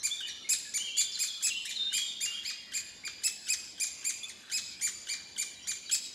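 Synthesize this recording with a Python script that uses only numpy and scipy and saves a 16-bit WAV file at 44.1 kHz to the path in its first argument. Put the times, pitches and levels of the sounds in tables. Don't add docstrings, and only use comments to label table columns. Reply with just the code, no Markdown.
import sys
import numpy as np
from scipy import signal
from scipy.io import wavfile
from scipy.ndimage import uniform_filter1d, map_coordinates

SR = 44100
rng = np.random.default_rng(int(sys.argv[2]) if len(sys.argv) > 2 else 0)


def store_wav(level_fs):
    pcm = np.round(np.clip(np.atleast_2d(level_fs), -1, 1) * 32767)
    wavfile.write(sys.argv[1], SR, pcm.T.astype(np.int16))


def volts_from_decibels(level):
    exponent = np.asarray(level, float) / 20
    return 10 ** exponent


N = 270774


def unit(x):
    return x / np.sqrt(np.mean(x ** 2) + 1e-20)


def along(points, hz):
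    f, v = np.transpose(points)
    return np.interp(np.log(hz + 1), np.log(f + 1), v)


def wobble(n, rate):
    knots = rng.standard_normal(int(n * rate / SR) + 4)
    return map_coordinates(knots, [np.arange(n) * rate / SR])


def clock(length):
    return np.arange(int(length * SR)) / SR


def sampled(rows):
    s, *cols = np.transpose(rows)
    t = clock(s[-1] - s[0])
    return [t] + [np.interp(s[0] + t, s, c) for c in cols]


def edges(t, rise, fall):
    return np.clip(t / rise, 0, 1) * np.clip((t[-1] - t) / fall, 0, 1)


def syrinx(pitch_hz, gains, jitter, flutter_db):
    n = len(pitch_hz)
    phase = 2 * np.pi * np.cumsum(pitch_hz * (1 + jitter * wobble(n, 918))) / SR
    voice = 0
    for k, gain in enumerate(gains, 1):
        audible = k * pitch_hz < SR / 2
        flutter = volts_from_decibels(flutter_db * wobble(n, 222))
        voice = voice + np.sqrt(2) * gain * audible * flutter * np.sin(k * phase)
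    return voice


def stack(t, hz, low_db, high_db, jitter):
    # (frequency [Hz], level [dB])
    throat = [(2000, 22.5), (4500, 3.5), (7500, 4), (10000, -5), (13000, -10.5), (16000, -39)]
    gains = [volts_from_decibels(low_db)] + [volts_from_decibels(high_db + along(throat, k * hz)) for k in range(2, 9)]
    return edges(t, 0.00022, 0.0091) * syrinx(hz, gains, jitter=jitter, flutter_db=4.0)


def add(out, s, note, near_db, wet_db, wide_db=0):
    # (frequency [Hz], time to fall 60 dB [s])
    wood_edge = [(1000, 0.1), (2500, 0.94), (5000, 1.375), (8000, 0.64), (14000, 0.57)]
    # (frequency [Hz], level [dB])
    bark = [(1200, -6), (2500, 2), (3500, 6), (5000, 1), (7000, 0.5), (10000, -4), (15000, -2)]
    # (frequency [Hz], level [dB])
    width = [(1500, -37), (4000, -31), (8000, -30), (12000, -16)]
    hz, t = np.fft.rfftfreq(256, 1 / SR), np.arange(250) * 128 / SR
    z = rng.standard_normal((2, len(hz), 2 * len(t))).view(complex) / 13
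    far = volts_from_decibels(-60 * t / along(wood_edge, hz)[:, None]) * np.clip(t / 0.0018, 0, 1)
    near = volts_from_decibels(near_db - wet_db + 7.5 - 60 * t / 0.18)
    trunks = volts_from_decibels(5.2 * uniform_filter1d(rng.standard_normal(len(t)), size=5))
    colour = volts_from_decibels(along(bark, hz) + [0 * hz, along(width, hz) + wide_db])[..., None]
    echo = signal.istft(z * colour * trunks * np.hypot(far, near), SR, nperseg=256)[1]
    echo *= volts_from_decibels(wet_db - 32.5)
    echo[:, 0] = 1, 0
    mid, side = signal.fftconvolve(note[None], echo, axes=1)
    at = round(s * SR)
    heard = np.array([mid + side, mid - side])[:, max(-at, 0):N - at]
    out[:, max(at, 0):at + len(mid)] += heard


def rush(spectrum, alike, patchy_db):
    hz, _, z = signal.stft(rng.standard_normal((2, N + SR)), SR, nperseg=4096)
    field = rng.standard_normal(z.shape[1:])
    field = uniform_filter1d(uniform_filter1d(field, 30, 0), 3, 1)
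    turn = np.arccos(np.clip(along(alike, hz), -1, 1)) / 2
    shape = volts_from_decibels(along(spectrum, hz)) * [np.cos(turn), np.sin(turn)]
    z = z * shape[..., None] * volts_from_decibels(patchy_db * unit(field))
    mid, side = signal.istft(z, SR, nperseg=4096)[1][:, :N]
    return unit(np.array([mid + side, mid - side]))


def traffic_hum():
    # (frequency [Hz], density [dB per Hz])
    hum_spectrum = [(12, -46), (20, -22), (86, -0.5), (155, -7), (189, 0.5), (252, -1), (318, -3.5),
                    (352, -1.5), (430, -5.5), (915, -8), (1100, -7.5), (1430, -73), (2420, -120)]
    # (frequency [Hz], correlation [1])
    likeness = [(30, .9), (90, 0.9), (180, 0.88), (350, 0.34), (700, 0.097), (1100, 0.082)]
    return volts_from_decibels(-62.5) * rush(hum_spectrum, likeness, patchy_db=1.67)


def leaf_air():
    # (frequency [Hz], density [dB per Hz])
    air_spectrum = [(900, -24), (1100, -1.5), (2000, 2.5), (4000, 3), (7000, -14.5), (10000, -12.5),
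                    (16000, -31)]
    likeness = [(1000, 0.58), (3000, 1.0), (9000, 0.99), (13000, 0.89)]  # (frequency [Hz], correlation [1])
    return volts_from_decibels(-56) * rush(air_spectrum, likeness, patchy_db=5.0)


def far_peeps(out):
    # (time [s], length [s], first pitch [Hz], last pitch [Hz], level [dB])
    peep_notes = [(-.09, 0.047, 6460, 5180, -42), (0.295, 0.0094, 5920, 5500, -40),
                  (0.444, 0.022, 2200, 2160, -50), (0.473, 0.015, 2360, 2260, -45.5),
                  (0.651, 0.033, 1750, 1670, -52), (3.705, .012, 3210, 3100, -62),
                  (5.555, 0.016, 3970, 3770, -51), (5.596, 0.036, 2990, 3054, -60),
                  (5.623, 0.05, 5700, 5600, -60), (5.632, 0.043, 2970, 3640, -61),
                  (5.859, 0.013, 4800, 4100, -49), (5.873, 0.017, 3930, 3860, -52),
                  (6.038, 0.023, 3900, 3820, -53.5), (6.127, .015, 5900, 5900, -56),
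                  (.425, 0.03, 8400, 9200, -71), (2.92, .025, 8630, 9300, -78),
                  (3.735, 0.022, 8500, 9300, -72)]
    for s, length, first_hz, last_hz, db in peep_notes:
        t, hz = sampled([(0, first_hz), (length, last_hz)])
        peep = edges(t, 0.0022, 0.0076) * syrinx(hz, [volts_from_decibels(db)], jitter=0.0052, flutter_db=1.5)
        add(out, s, peep, near_db=-4.5, wet_db=-5.5)


def songbird(out):
    # (time [s], length [s], first pitch [Hz], last pitch [Hz], level [dB])
    slurs = [(0.1, 0.061, 3290, 3690, -42.5), (0.222, 0.0262, 2796, 3065, -43),
             (.78, 0.073, 2770, 3200, -41.5), (.855, 0.047, 3220, 2750, -43.5),
             (.9, 0.15, 3013, 3576, -44.5), (1.119, 0.048, 5410, 4080, -40),
             (1.263, 0.059, 3780, 3344, -44.5), (1.477, 0.057, 4214, 2750, -40.5),
             (1.553, 0.035, 2756, 3106, -40), (1.748, 0.077, 4190, 3643, -38),
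             (1.898, 0.098, 2815, 3327, -40.5), (2.066, 0.034, 3760, 3460, -41.5),
             (2.257, 0.041, 2777, 2825, -41.5), (2.305, 0.067, 2815, 3327, -44)]
    for s, length, first_hz, last_hz, db in slurs:
        t = clock(length)
        if first_hz > last_hz:
            swell_db, remaining = 5, np.cos(np.pi / 2 * np.clip(t / 0.037, 0, 1)) ** 2
        else:
            swell_db, remaining = 8, (1 - t / length) ** 1.7
        off_hz = (first_hz - last_hz) * remaining
        level_db = db - swell_db * np.tanh(abs(off_hz) / 500)
        gains = [volts_from_decibels(level_db), volts_from_decibels(level_db - 38)]
        whistle = edges(t, .004, .006) * syrinx(last_hz + off_hz, gains, jitter=.0015, flutter_db=1.2)
        add(out, s, volts_from_decibels(0.5) * whistle, near_db=-8, wet_db=-3.0, wide_db=9)


def second_chick(out):
    # (time [s], length [s], pitch [Hz], fundamental level [dB], overtone level [dB])
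    pipe_notes = [
        (4.232, .019, 3494, -42, -47.5),
        (4.252, 0.013, 3470, -55, -56),
    ]
    scoop, scoop_s = 0.03, 0.0052
    for s, length, pitch_hz, low_db, high_db in pipe_notes:
        t = clock(length)
        hz = pitch_hz * (1 - scoop * np.clip(1 - t / scoop_s, 0, 1))
        add(out, s, stack(t, hz, low_db, high_db, jitter=0.01), near_db=-9.0, wet_db=-15)


def gulps(out):
    # (time [s], level [dB])
    swallows = [(0.204, -48), (1.172, -55), (1.409, -56.5), (1.918, -55), (2.432, -52.5), (2.719, -51.5),
                (3.22, -56), (3.468, -49), (3.779, -54.5), (4.026, -59.5), (4.498, -51), (4.796, -57.5),
                (5.069, -50.5), (5.362, -54), (5.894, -47.5)]
    for s, db in swallows:
        # (time [s], pitch [Hz], fundamental level [dB], overtone level [dB])
        glide = [(0, 1850, db - 3, db - 8), (.005, 1580, db, db - 9),
                 (.012, 1480, db - 4, db - 14), (.022, 1680, db - 3, db - 15)]
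        add(out, s, stack(*sampled(glide), jitter=.04), near_db=-8, wet_db=-11)


def squeaks(out):
    # (time [s], length [s], first pitch [Hz], top pitch [Hz], level [dB])
    swallowed = [
        (0.252, 0.046, 2400, 2496, -52.5),
        (1.652, 0.067, 1627, 2475, -48),
        (4.243, .068, 2336, 2604, -53),
    ]
    fall_s, drop = .034, .45
    shut_hz, shut_span_hz, muffle_db = 2090, 150, 33
    gape_at, gape_span = 0.07, 0.2
    for s, length, first_hz, top_hz, db in swallowed:
        t = clock(length)
        crest_s = length - fall_s
        before = np.clip(1 - t / crest_s, 0, 1)
        after = np.clip((t - crest_s) / fall_s, 0, 1)
        hz = top_hz - (top_hz - first_hz) * before ** 1.3 - drop * top_hz * after ** 1.9
        shut = np.clip((hz - shut_hz) / shut_span_hz, 0, 1) * np.clip(1 - (after - gape_at) / gape_span, 0, 1)
        low_db = db - 2 * (after ** 3 + before ** 6) - 0.5 * shut
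        high_db = low_db - 2 - muffle_db * shut
        add(out, s, stack(t, hz, low_db, high_db, jitter=0.021), near_db=-7.5, wet_db=-6.0)


def yelps(out):
    # (time [s], length [s], top pitch [Hz], loudness [dB], gape: fourth partial over second [dB])
    begging = [(0.03, 0.046, 2422, -29.5, 0), (0.4898, .0491, 2556, -25, 1),
               (0.7377, 0.044, 2364, -28, -1.5), (0.968, 0.05, 2418, -27.5, -0.5),
               (1.1886, 0.053, 2515, -28.5, -2.5), (1.4243, 0.052, 2615, -27.5, -2.5),
               (1.9283, 0.06, 2488, -29, -1.9), (2.2047, 0.062, 2455, -33.5, -2.5),
               (2.4454, 0.065, 2534, -40, -20.5), (2.7355, 0.047, 2500, -32.5, -3.5),
               (3.235, 0.044, 2630, -28.5, -4.5), (3.4837, .0595, 2556, -29, -4.5),
               (3.7985, 0.048, 2475, -28, 1.3), (4.0426, .0661, 2460, -31.5, 3.5),
               (4.5148, 0.073, 2570, -30.5, -10.5), (4.8106, 0.071, 2381, -30.5, 2.5),
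               (5.085, 0.06, 2406, -35.5, -11.5), (5.3774, 0.054, 2406, -32, 3),
               (5.671, 0.05, 2416, -32, -2), (5.912, 0.043, 2620, -25, -6)]
    # time [s], length [s], pitch [Hz], levels [dB]
    late_begging = [
        (3.033, .048, 2450, -39, -14),
    ]
    # (level over loudness [dB], lean [dB per dB of gape])
    overtones = [(-8, -0.63), (0.8, 0), (-6, 0.42), (-16.5, 0.1), (-26, .15)]
    chest_db = -40
    crest = .51
    late_gape, late_muffle_db = .4, 24
    for row in begging + late_begging:
        s, length, top_hz, loud_db, gape_db = row
        sag = .115 - .004 * gape_db
        levels = [chest_db] + [loud_db + db + lean * gape_db for db, lean in overtones]
        u = np.arange(int(1.32 * length * SR)) / (length * SR) - .12
        before = np.clip(1 - u / crest, 0, 1.02)
        after = np.clip((u - crest) / (1 - crest), 0, 1.02)
        rise = sag * before ** 1.7 + (.36 - sag) * before ** 8
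        hz = top_hz * (1 - rise - .24 * after ** 2 - .24 * after ** 4)
        effort_db = -3 * before - 8 * before ** 5 - 5.5 * after ** 2
        shut = np.clip((u - .98) / 0.017, 0, 1) + np.clip(-u / .035, 0, 1)
        colour = [(k * top_hz, db) for k, db in enumerate(levels, 1)] + [(19000, -88)]
        gains = []
        for k in range(1, 9):
            throat_db = 0.6 * along(colour, k * hz) + 0.37 * along(colour, k * top_hz)
            gains.append(volts_from_decibels(throat_db - 5.5 - (10.6 * k + 2.5) * shut))
        if row in late_begging:
            muffle = volts_from_decibels(-late_muffle_db * np.clip((late_gape - u) / 0.15, 0, 1))
            gains[1:] = [muffle * gain for gain in gains[1:]]
        clear = syrinx(hz, gains, jitter=.0032, flutter_db=2.6)
        rasp = volts_from_decibels(-24 + 9 * (before + after) ** 3) * wobble(len(u), 4000)
        yelp = volts_from_decibels(effort_db) * edges(u - u[0], 0.039, 0.033) * clear * (1 + rasp)
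        add(out, s + u[0] * length, yelp, near_db=-4.5, wet_db=-7)


def scene():
    birds = np.zeros((2, N))
    for add_birds in (far_peeps, songbird, second_chick, gulps, squeaks, yelps):
        add_birds(birds)
    return birds + traffic_hum() + leaf_air()


def low_pass(x):
    return signal.sosfilt(signal.butter(12, 15710, fs=SR, output="sos"), x)


def record(dry):
    return low_pass(dry)


dry = scene()
out = record(dry)
store_wav(out)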